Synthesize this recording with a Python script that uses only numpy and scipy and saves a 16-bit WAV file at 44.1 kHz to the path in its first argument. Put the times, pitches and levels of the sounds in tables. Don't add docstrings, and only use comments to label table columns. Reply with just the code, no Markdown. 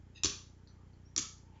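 import sys
import numpy as np
from scipy import signal
from scipy.fft import rfft, irfft, next_fast_len
from scipy.io import wavfile
from scipy.ndimage import map_coordinates

SR = 44100
rng = np.random.default_rng(int(sys.argv[2]) if len(sys.argv) > 2 else 0)


def log_audio(samples):
    frames = np.atleast_2d(samples).T
    limited = np.clip(frames, -1, 1)
    pcm = np.round(limited * 32767).astype(np.int16)
    wavfile.write(sys.argv[1], SR, pcm)


N = 70560
TIME = np.arange(N) / SR
AGE = TIME[:SR // 2]


def amp(db):
    return 10 ** (np.asarray(db) / 20)


def unit(x):
    return x / np.sqrt(np.mean(x ** 2) + 1e-20)


def along(points, hz):
    f, v = np.transpose(points)
    return np.interp(np.log(hz + 1), np.log(f + 1), v)


def filtered(x, response):
    m = next_fast_len(len(x) + 8192)
    hz = np.fft.rfftfreq(m, 1 / SR)
    return irfft(rfft(x, m) * response(hz), m)[:len(x)]


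def low_cut(x, hz):
    return filtered(x, lambda f: 1j * f / (hz + 1j * f))


def high_cut(x, hz, order):
    return filtered(x, lambda f: 1 / np.sqrt(1 + (f / hz) ** (2 * order)))


def noise(spectrum):
    return unit(filtered(rng.standard_normal(N), lambda f: amp(along(spectrum, f))))


def band(hz, width_hz):
    return unit(filtered(rng.standard_normal(N), lambda f: 1 / (1 + (2 * (f - hz) / width_hz) ** 2)))


def fade(t60_s, t=AGE):
    return np.exp(-np.log(1000) * t / t60_s)


def ring(hz, t60_s):
    return np.sin(2 * np.pi * hz * AGE) * fade(t60_s)


def strike(modes):
    out = np.zeros(len(AGE))
    for hz, db, t60_s in modes:
        gain = amp(db + rng.normal(0, 0.97)) * rng.choice([-1, 1])
        out += gain * ring(hz * (1 + rng.normal(0, 0.0034)), t60_s)
    return out


def add(track, s, sound):
    part = track[max(round(s * SR), 0):][:len(sound)]
    part += sound[:len(part)]


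# f/Hz, t60/s
ROOM_DECAY = [(100, 0.16), (300, 0.54), (1000, 0.4), (2500, 0.34), (5000, 0.37), (7500, .37)]
# f/Hz, level/dB
TAIL_COLOUR = [(100, 5), (300, -10), (700, -2.5), (1300, 5), (2200, 3), (3500, 3.5), (5500, 0),
               (7300, -2.5)]
TAIL_BUILD_S, EARLY_DB, EARLY_T60_S, EARLY_GAP_S = 0.022, -6.5, 0.12, 0.002


def in_room(x, wet_db):
    hz, t, z = signal.stft(rng.standard_normal(len(AGE)), SR, nperseg=256)
    z = z * fade(along(ROOM_DECAY, hz)[:, None], t)
    z = z * amp(along(TAIL_COLOUR, hz))[:, None]
    tail = signal.istft(z, SR, nperseg=256)[1][:len(AGE)]
    tail = tail * (1 - np.exp(-AGE / TAIL_BUILD_S))
    sparse = rng.standard_normal(len(AGE)) ** 5
    early = sparse * fade(EARLY_T60_S) * (AGE > EARLY_GAP_S)
    answer = amp(wet_db) * tail / np.linalg.norm(tail) + amp(EARLY_DB) * early / np.linalg.norm(early)
    return x + signal.fftconvolve(x, answer)[:len(x)]


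JAW_CONTACTS = {"blue": [(.2348, -17, 7074, 3.5, -3), (.2452, -19.5, 6230, 6.5, 0.5),
                (.2474, -26, 5060, -10, -12), (.2525, -21, 6800, -5, -21), (.2564, -16.5, 6940, 6.5, -3),
                (.258, -23, 5500, 6.5, -5)], "green": [(1.1631, -21, 5730, 6.5, -3.5),
                (1.1742, -31, 5090, 3.5, -0.5), (1.1784, -18, 6660, 4.5, -5.5),
                (1.1853, -24, 6120, -2.5, 0), (1.1905, -27.5, 4760, -1, 2)]}
PIN_MODES = {"blue": [(945, -22.5, 0.012), (1137, -17, 0.016), (1630, -20, .012), (2446, -15, .018),
             (2792, -16, 0.018), (3383, -12.5, 0.023), (3765, -12, 0.02), (4446, -7, 0.011),
             (5820, -9.5, 0.017), (6800, -21.5, 0.022), (6930, -7.5, 0.022)], "green": [(1150, -21, .025),
             (1304, -19, .025), (1798, -18, 0.014), (2284, -16.5, 0.019), (3353, -16, 0.017),
             (3563, -14, 0.013), (4290, -9, 0.0082), (5180, -12.5, 0.0075), (5700, -9, 0.0069),
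             (6640, -9, .02), (7200, -1.5, 0.012)]}
# f/Hz, level/dB
CRACK_SPECTRUM = [(300, -27), (750, -32.5), (1200, -21), (2000, -18), (3000, -7.5), (5000, 1.5),
                  (7200, -4.5), (9000, -10.5)]
PIN_TAIL_DB = {"blue": -0.5, "green": 0}
JAW_T60_S, ATTACK_S, CRACK_T60_S, CRACK_DB = 0.0078, 0.00058, 0.0099, 0.5
SNAP_WET_DB = -6.5
ECHO_S, ECHO_DB = 0.0032, -14.5


def snaps():
    out = np.zeros(N)
    onset = 1 - np.exp(-(AGE / ATTACK_S) ** 2)
    crack_shape = onset * fade(CRACK_T60_S)
    crack_rms = np.sqrt(np.mean(crack_shape ** 2))
    for pin, contacts in JAW_CONTACTS.items():
        for s, db, jaw_hz, jaw_db, body_db in contacts:
            crack = unit(noise(CRACK_SPECTRUM)[:len(AGE)] * crack_shape) * crack_rms
            jaw = amp(jaw_db) * ring(jaw_hz, JAW_T60_S)
            body = amp(body_db) * strike(PIN_MODES[pin])
            click = amp(db) * (amp(CRACK_DB) * crack + onset * (jaw + body))
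            add(out, s, in_room(click, SNAP_WET_DB + PIN_TAIL_DB[pin]))
            add(out, s + ECHO_S, amp(ECHO_DB) * click)
    return out


# t/s, level/dB, f/Hz, t60/s
CUSHION_PUSHES = [(0.2342, -43.5, 91.8, 0.083), (0.2466, -27, 350, 0.023), (0.2535, -35, 86, .13),
                  (0.257, -30.5, 375, .022), (.268, -31, 220, 0.01), (0.302, -42, 190, 0.018),
                  (1.168, -43, 325, 0.029), (1.181, -33, 324, 0.016), (1.1949, -37, 266.3, .035),
                  (1.2035, -44, 140, .06)]
THUD_LOW_CUT_HZ, THUD_HIGH_CUT_HZ = 30, 525


def thuds():
    out = np.zeros(N)
    for s, db, hz, t60_s in CUSHION_PUSHES:
        add(out, s, -amp(db) * ring(hz, t60_s))
    soft = high_cut(out, THUD_HIGH_CUT_HZ, order=5)
    return in_room(low_cut(soft, THUD_LOW_CUT_HZ), wet_db=-5.5)


# t/s, level/dB
CREAK_ENVELOPE = [(0.146, -79), (.16, -59), (.18, -53.5), (0.193, -61.5), (.203, -84.5)]
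# f/Hz, width/Hz, level/dB
CREAK_RESONANCES = [(1869, 110, -11), (2667, 170, -1), (3750, 130, -4.5), (3858, 590, -6.5),
                    (4937, 220, -7.5), (6280, 200, -11.5), (6440, 220, -9)]
CREAK_SAG_PER_S = 0.6


def creak():
    s, db = np.transpose(CREAK_ENVELOPE)
    rubbed = unit(sum(amp(level) * band(hz, width) for hz, width, level in CREAK_RESONANCES))
    sagging_s = TIME - CREAK_SAG_PER_S * (TIME - s.mean()) ** 2 / 2
    envelope = amp(np.interp(TIME, s, db, left=-np.inf, right=-np.inf))
    return in_room(map_coordinates(rubbed, [sagging_s * SR]) * envelope, wet_db=-9)


# t/s, f/Hz, level/dB
SQUEAK_TRACK = [(1.046, 5480, -88.5), (1.063, 5574, -64.5), (1.091, 5760, -76), (1.12, 5900, -86),
                (1.146, 5800, -94.5)]


def squeak():
    s, hz, db = np.transpose(SQUEAK_TRACK)
    pitch_hz = np.interp(TIME, s, hz) + 20 * band(69, 400)
    envelope = amp(np.interp(TIME, s, db, left=-np.inf, right=-np.inf))
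    return in_room(np.sin(2 * np.pi * np.cumsum(pitch_hz) / SR) * envelope, wet_db=-9)


# t/s, level/dB
PIN_TOUCHES = [(0.6736, -55.5), (0.932, -69.5)]
# f/Hz, width/Hz, level/dB, t60/s
TOUCH_RESONANCES = [(4310, 255, -4, 0.043), (4410, 700, -7.5, 0.12), (5936, 230, -18.5, 0.26)]


def ticks():
    out = np.zeros(N)
    for s, db in PIN_TOUCHES:
        scrape = np.zeros(N)
        for hz, width_hz, mode_db, t60_s in TOUCH_RESONANCES:
            scrape += amp(mode_db) * band(hz, width_hz) * fade(t60_s, TIME)
        add(out, s, amp(db) * scrape)
    return in_room(out, wet_db=-14)


# t/s (peak), length/s (peak to 1/e), level/dB, f/Hz (centre), width/Hz
BRUSHES = [(0.722, 0.046, -78.5, 1380, 700), (0.816, 0.051, -74.5, 1130, 450),
           (1.54, 0.14, -71.5, 868, 130), (1.57, .035, -73, 2450, 2600)]


def rustles():
    out = np.zeros(N)
    for s, length_s, db, hz, width_hz in BRUSHES:
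        swell = np.exp(-((TIME - s) / length_s) ** 2)
        out += amp(db) * band(hz, width_hz) * swell
    return out


BUZZ_HZ, BUZZ_START_S, BUZZ_DB, BUZZ_SCATTER_DB = 30.01, 0.002, -45.5, 0.84
SWING_HZ, SWING_T60_S = 71.7, 0.088
EDGE_DB, EDGE_S = -6, 0.0023
BUZZ_LOW_CUT_HZ, BUZZ_HIGH_CUT_HZ = 10, 212


def buzz():
    pulses = np.zeros(N)
    for s in np.arange(BUZZ_START_S, N / SR, 1 / BUZZ_HZ):
        add(pulses, s, amp(BUZZ_DB + BUZZ_SCATTER_DB * rng.standard_normal(1)))
    rise = amp(EDGE_DB) * np.exp(-AGE[::-1] / EDGE_S)
    swing = -np.cos(2 * np.pi * SWING_HZ * AGE) * fade(SWING_T60_S)
    wave = signal.fftconvolve(pulses, np.concatenate([rise, swing]), "same")
    return low_cut(high_cut(wave, BUZZ_HIGH_CUT_HZ, order=2), BUZZ_LOW_CUT_HZ)


# f/Hz, level/dB
HISS_SPECTRUM = [(300, 12), (700, -4), (880, 3), (1050, -4), (2000, -6.5), (2800, -12.5), (3180, -8.5),
                 (3600, -15.5), (5500, -14.5), (7400, -13)]
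# f/Hz, level/dB
RUMBLE_SPECTRUM = [(20, -10), (60, -1.5), (120, 13.5), (270, -22.5), (450, -0.5), (800, -35.5)]
HISS_DB, RUMBLE_DB = -66, -74.5


def room_tone():
    return amp(HISS_DB) * noise(HISS_SPECTRUM) + amp(RUMBLE_DB) * noise(RUMBLE_SPECTRUM)


def scene():
    pins = snaps() + thuds() + creak() + squeak() + ticks()
    return (pins + rustles() + buzz() + room_tone())[None]


CUTOFF_HZ, STOP_HZ = 7410, 8450


def record(dry):
    return filtered(dry[0], lambda f: (f < STOP_HZ) / np.sqrt(1 + (f / CUTOFF_HZ) ** 130))[None]


dry = scene()
out = record(dry)
log_audio(out)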